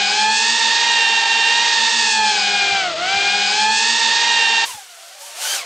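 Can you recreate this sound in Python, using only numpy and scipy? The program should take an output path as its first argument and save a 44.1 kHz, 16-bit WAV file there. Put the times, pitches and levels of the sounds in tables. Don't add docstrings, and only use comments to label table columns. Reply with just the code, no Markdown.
import sys
import numpy as np
from scipy import signal
from scipy.fft import rfft, irfft
from scipy.io import wavfile
from scipy.ndimage import map_coordinates

SR = 44100
rng = np.random.default_rng(int(sys.argv[2]) if len(sys.argv) > 2 else 0)


def dump(signal):
    limited = np.clip(np.atleast_2d(signal).T, -1, 1)
    pcm = np.round(limited * 32767).astype(np.int16)
    wavfile.write(sys.argv[1], SR, pcm)


N = 249517
T, HZ = np.arange(N) / SR, np.fft.rfftfreq(N, 1 / SR)
CUT_S = 4.653


def amp(db):
    return 10 ** (np.asarray(db) / 20)


def unit(x):
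    return x / np.sqrt(np.mean(x ** 2) + 1e-20)


def curves(rows):
    s, *columns = np.transpose(rows)
    return [np.interp(T, s, column) for column in columns]


def swell(centre_s, half_width_s):
    return np.exp(-((T - centre_s) / half_width_s) ** 2)


def colour(x, spectrum):
    freq_hz, level_db = np.transpose(spectrum)
    gain_db = np.interp(np.log(HZ + 1), np.log(freq_hz + 1), level_db)
    return irfft(rfft(x) * amp(gain_db), N)


def noise(spectrum, envelope=1):
    return unit(colour(envelope * rng.standard_normal(N), spectrum))


def wander(rate_hz):
    return unit(irfft(rfft(rng.standard_normal(N)) / (1 + (HZ / rate_hz) ** 4), N))


def below(x, edge_hz):
    return irfft(rfft(x) / (1 + (HZ / edge_hz) ** 6), N)


def band_limit(x, edge_hz):
    taps = signal.firwin(701, edge_hz, window=("kaiser", 10), fs=SR)
    return signal.oaconvolve(x, taps[None], "same")


# freq_hz [Hz], level_db [dB per Hz]
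WIND_SPECTRUM = [(15, -20.5), (40, -8.5), (75, -1.5), (130, -2), (190, -5), (400, -26), (1200, -80)]
# centre_s [s], half_width_s [s], level_db [dB]
WIND_GUSTS = [(3.17, 0.016, -42), (3.203, 0.27, -52), (3.685, 0.068, -55.5), (4.69, 0.042, -64),
              (4.756, 0.011, -48)]


def wind(apart=.7):
    common = noise(WIND_SPECTRUM)
    side = apart * noise(WIND_SPECTRUM)
    breeze_db = -73.5 - 14 * np.clip((T - CUT_S) / 0.51, 0, 1)
    gusts = sum(amp(level_db) * swell(s, half_width_s) for s, half_width_s, level_db in WIND_GUSTS)
    return (amp(breeze_db) + gusts) * np.array([common + side, common - side])


def lawn(x, echo_db, decay_60db_s=0.32):
    t = T[:SR // 2]
    taps = rng.standard_normal((2, len(t))) * amp(-60 * t / decay_60db_s)
    taps /= np.linalg.norm(taps[0])
    return x + amp(echo_db) * signal.oaconvolve(x, taps, axes=1)[:, :N]


# freq_hz [Hz], side_db [dB]
PORT_SIDE = [(60, -13.5), (300, -6.5), (480, -8), (640, 4), (790, 0.5), (950, -5.5), (1150, -8),
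             (3000, -2.5), (6000, -4.5), (8500, -9.5)]


def place(x, pan_db, lean=0.25):
    side = colour(x * np.tanh(pan_db * np.log(10) / 40), PORT_SIDE)
    side -= lean * (below(x, 1100) - below(x, 620))
    return np.array([x + side, x - side])


def chop(phases, depth):
    return unit(np.exp(depth * sum(np.cos(phase) for phase in phases)))


def recut(x, rate_hz, share):
    again = map_coordinates(x, [np.arange(N) - SR / rate_hz], order=3, mode="nearest")
    return (x + share * again) / np.sqrt(1 + share ** 2)


# centre_s [s], half_width_s [s], harmonic [number], level_db [dB]
WAKE_HOWLS = [(3.504, 0.16, 6, -27.5), (3.722, 0.05, 5, -22.5), (5.516, 0.11, 2, -33.5),
              (5.53, 0.092, 4, -29), (5.52, 0.075, 6, -30.5), (5.528, 0.069, 8, -29)]


def howl(phase, width_hz_per_harmonic=30):
    out = np.zeros(N)
    for s, half_width_s, harmonic, level_db in WAKE_HOWLS:
        turn = harmonic * phase
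        width_hz = harmonic * width_hz_per_harmonic
        band = wander(width_hz) * np.cos(turn) + wander(width_hz) * np.sin(turn)
        out += amp(level_db) * swell(s, half_width_s) * band
    return out


# centre_s [s], half_width_s [s], harmonic [number], gain_db [dB]
BEAM_LOBES = [(3.3, 0.22, 3, 5.5), (3.457, 0.068, 1, -6), (3.486, 0.093, 2, -12), (3.649, 0.1, 1, 11),
              (3.803, 0.04, 3, 6.5), (4.024, 0.056, 4, 4.5), (4.184, 0.045, 3, -11.5),
              (4.504, 0.29, 3, 13.5), (4.689, 0.019, 1, 6), (4.775, 0.056, 1, 10.5), (4.88, .04, 1, -6),
              (5.0, .17, 2, 3.5)]


def beamed(levels_db):
    return [level_db + sum(gain_db * swell(s, half_width_s)
                           for s, half_width_s, harmonic, gain_db in BEAM_LOBES if harmonic == k)
            for k, level_db in enumerate(levels_db, start=1)]


def rotor(blade_hz, levels_db, fall_db, jitter, flutter_db, count):
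    shaken_hz = blade_hz * (1 + jitter * wander(46.1))
    phase = 2 * np.pi * (np.cumsum(shaken_hz) / SR + rng.random())
    tone = np.zeros(N)
    for k in range(count):
        last = min(k, len(levels_db) - 1)
        level_db = levels_db[last] - fall_db * (k - last) + flutter_db * wander(25)
        tone += amp(level_db) * np.cos((k + 1) * phase + 2 * np.pi * rng.random())
    return np.sqrt(2) * tone, phase


# freq_hz [Hz], level_db [dB per Hz]
SWOOP_SPECTRUM = [(60, -51), (200, -33), (400, -9.5), (650, -3.5), (1100, -2), (2000, -1), (3200, 1.5),
                  (5800, -1.5), (8500, -5), (12000, -12.5), (15500, -22)]
# [dB, offset from air before a fixed lift]
SWOOP_LEVELS = [(4.675, -31.5, -1.5), (4.799, -39, -3), (4.863, -42.5, -5), (5.177, -41, -6),
                (5.223, -39.5, 1), (5.349, -36.5, -6.5), (5.435, -26, -1), (5.557, -24.5, -3.5),
                (5.647, -33, -12), (5.658, -35, -13)]
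# time_s [s], blade_hz [Hz]
STEERING_SPEEDS = [
    [(4.89, 642), (5.02, 739), (5.23, 783), (5.37, 656), (5.47, 769.6), (5.55, 810), (5.66, 609)],
    [(5.0, 630.7), (5.09, 675), (5.25, 927), (5.42, 885)],
    [(4.95, 627), (5.09, 669), (5.22, 555), (5.34, 600), (5.44, 866)],
    [(4.95, 632), (5.14, 540), (5.3, 579)],
]
SPOOL_EXCESS_HZ, SPOOL_DECAY_S = (540, 590, 494, 572), .125
SWOOP_S, DOPPLER_S, DOPPLER_DROP = 5.58, .035, .22
SWOOP_TRIMS_DB = (-2.5, -0.5, -0.8, -7.0)


def swoop():
    air_db, treble_db = curves(SWOOP_LEVELS)
    spool = np.exp(-np.maximum(T - CUT_S, 0) / SPOOL_DECAY_S)
    doppler = 1 - DOPPLER_DROP * (1 + np.tanh((T - SWOOP_S) / DOPPLER_S)) / 2
    speeds_hz = [(curves(rows)[0] + excess_hz * spool) * doppler
                 for rows, excess_hz in zip(STEERING_SPEEDS, SPOOL_EXCESS_HZ)]

    whine_db = .7 * air_db - 25.5
    levels_db = beamed([whine_db, whine_db - 7, whine_db - 11.0])
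    tones, phases = [], []
    for blade_hz, trim_db in zip(speeds_hz, SWOOP_TRIMS_DB):
        trimmed_db = [db + trim_db for db in levels_db]
        tone, phase = rotor(blade_hz, trimmed_db, fall_db=3.0, jitter=.009, flutter_db=3.5, count=5)
        tones.append(tone)
        phases.append(phase)

    hiss = noise(SWOOP_SPECTRUM, chop(phases, depth=0.12))
    to_body, to_mids = below(hiss, 6300), below(hiss, 5200)
    mids = amp(-0.5) * recut(to_mids, 2 * speeds_hz[0], share=0.099)
    body = amp(1.5) * (to_body - to_mids)
    treble = amp(treble_db + 8.0) * (hiss - to_body)
    air = amp(air_db + 0.72 * wander(25)) * (mids + body + treble)
    return np.tile(sum(tones) + howl(phases[0]) + air, (2, 1))


SHAFT_LINES = (1, 2, 5, 6, 7, 9)


def shaft(phase, orders_db, flutter_db):
    turn = phase / 4
    return sum(amp(db + flutter_db * wander(11)) * np.cos(order * turn)
               for order, db in zip(SHAFT_LINES, orders_db))


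def hum(lead, twin, slow):
    first_db = -50 + 10 * swell(3.605, 0.37)
    second_db = -46.5 + 6 * swell(3.27, 0.32)
    return (shaft(lead, (first_db, second_db, -46.5, -52, -52, -46.5), flutter_db=3.5)
            + shaft(twin, (first_db - 3.5, second_db + 1, -49.5, -44, -43), flutter_db=3.0)
            + shaft(slow, (first_db - 9.5, -49), flutter_db=2.0))


OVERHEAD_S, PASS_HALF_S = 3.763, .3
# freq_hz [Hz], level_db [dB per Hz]
CLIMB_SPECTRUM = [(40, -70), (90, -46), (160, -24), (300, -14.5), (470, -8.5), (700, -11), (1100, -9.5),
                  (2000, -7), (2900, -2), (4600, -3), (5700, -10), (6700, -9), (8600, -18)]


def torn_air(phases, blade_hz, slack):
    hiss = recut(noise(CLIMB_SPECTRUM, chop(phases, depth=.12)), blade_hz, share=0.12)
    to_low, to_body, to_high = below(hiss, 1700), below(hiss, 4500), below(hiss, 7000)
    low, body, high, top = to_low, to_body - to_low, to_high - to_body, hiss - to_high
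    overhead, near, edge_on = swell(OVERHEAD_S, 0.19), swell(4.02, 0.69), swell(3.69, 0.038)
    low_db = -22.5 - 3.6 * overhead + 1.2 * slack
    body_db = -19.8 - 4.2 * overhead - 4.6 * edge_on - 7.8 * slack
    high_db = -25 + 10 * near - 12 * edge_on - 5 * slack
    top_db = -23.8 + 8 * overhead + 3.3 * near - 3 * edge_on - 9 * slack
    return amp(low_db) * low + amp(body_db) * body + amp(high_db) * high + amp(top_db) * top


def passing(values):
    along = (T - OVERHEAD_S) / np.hypot(T - OVERHEAD_S, PASS_HALF_S)
    coming, going = np.minimum(along, 0) ** 2, np.maximum(along, 0) ** 2
    return np.transpose(values) @ np.array([coming, 1 - along ** 2, going])


def dulled(levels_db, slack, loss_db_per_harmonic=9):
    return [db - loss_db_per_harmonic * k * slack ** 2 for k, db in enumerate(levels_db)]


# time_s [s], blade_hz [Hz]
LEAD_BLADE = [(2.95, 640.9), (3.06, 745.5), (3.13, 789.7), (3.33, 814.8), (3.48, 820.5), (3.58, 852),
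              (3.68, 867.1), (3.9, 925.7), (3.97, 929.8), (4.08, 919), (4.29, 936.7), (4.42, 921),
              (4.65, 916.7)]
# time_s [s], blade_hz [Hz]
SLOW_BLADE = [(2.95, 586.8), (3.12, 689.8), (3.37, 726.8), (3.5, 754), (3.6, 798), (3.97, 873.2),
              (4.1, 863.2), (4.17, 824.4), (4.41, 795), (4.65, 796.7)]
# time_s [s], share [0..1 of the way from slowest to leading]
MIDDLE_BLADE = [(2.95, 0.461), (3.3, .38), (3.72, .8), (4.1, .72), (4.65, .1)]
LEAD_HARMONICS = [(-27, -28.5, -28, -35, -38), (-29.5, -26, -31.5, -31.5, -31),
                  (-27, -24.5, -33.5, -25, -34.5)]
MIDDLE_HARMONICS = [(-35.5, -41, -54, -59), (-32, -37.5, -31.5, -46.5), (-35.5, -39.5, -36.5, -49.5)]
SLOW_HARMONICS = [(-36.5, -36.5, -37.5, -36, -33), (-33, -28.5, -26.5, -28.5, -33),
                  (-38.5, -36.5, -36, -33.5, -35)]
TWIN_OFFSETS = (-5.5, -6, -10.5, -8.5, -13.5)
# [dB, positive left]
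CLIMB_BEARING = [(2.95, 2.9), (3.52, 3), (3.8, -2.5), (4.05, -5), (4.65, -2.5)]
TWIN_LAG_HZ, TWIN_HUNT_HZ = (8, 18, 18.5), 2.026
FULL_HZ, SLACK_HZ = 803.5, 638.4


def climb():
    lead_hz, slow_hz = curves(LEAD_BLADE)[0], curves(SLOW_BLADE)[0]
    middle_hz = slow_hz + curves(MIDDLE_BLADE)[0] * (lead_hz - slow_hz)
    twin_hz = lead_hz - passing(TWIN_LAG_HZ) + TWIN_HUNT_HZ * wander(4.8)
    slack = np.clip((FULL_HZ - lead_hz) / (FULL_HZ - SLACK_HZ), 0, 1)

    lead_db = dulled(passing(LEAD_HARMONICS), slack)
    twin_db = [db + offset_db for db, offset_db in zip(lead_db, TWIN_OFFSETS)]
    middle_db = dulled(passing(MIDDLE_HARMONICS), slack)
    slow_db = dulled(passing(SLOW_HARMONICS), slack)

    lead, lead_phase = rotor(lead_hz, beamed(lead_db), fall_db=4.5, jitter=0.00149, flutter_db=2.0, count=9)
    twin, twin_phase = rotor(twin_hz, twin_db, fall_db=9, jitter=0.0013, flutter_db=3.0, count=9)
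    middle, middle_phase = rotor(middle_hz, middle_db, fall_db=7.5, jitter=0.00083, flutter_db=0.4, count=9)
    slow, slow_phase = rotor(slow_hz, slow_db, fall_db=2.5, jitter=0.0013, flutter_db=1.0, count=9)

    twin = twin * amp(-12 * swell(3.65, 0.18))
    lesser = twin + middle + slow + hum(lead_phase, twin_phase, slow_phase)
    lesser = amp(-7 * slack ** 2) * lesser
    air = torn_air((lead_phase, twin_phase, middle_phase, slow_phase), lead_hz, slack)
    return place(lead + lesser + howl(lead_phase) + air, curves(CLIMB_BEARING)[0])


LOOP_START_S, LOOP_END_S, LOOP_EDGE_HZ = 2.94983, 4.65153, 8750


def rocked(x, blend_s=0.0087):
    start, length = round(LOOP_START_S * SR), round((LOOP_END_S - LOOP_START_S) * SR)
    at = start + abs((np.arange(N) - start + length) % (2 * length) - length)
    turn = start + length * (at > start + length // 2)
    beyond = np.clip(2 * turn - at, 0, N - 1)
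    share = np.interp(abs(at - turn) / SR, [0, blend_s], [.5, 0])
    return band_limit((1 - share) * x[:, at] + share * x[:, beyond], LOOP_EDGE_HZ)


def scene():
    climbing = np.clip((CUT_S - T) / .016 + .5, 0, 1)
    gusts = wind()
    close = rocked(lawn(climb(), echo_db=-22, decay_60db_s=.2) + gusts)
    far = lawn(swoop(), echo_db=-29) + gusts
    return climbing * close + (1 - climbing) * far


def record(dry, edge_hz=15730):
    return band_limit(dry, edge_hz)


dry = scene()
out = record(dry)
dump(out)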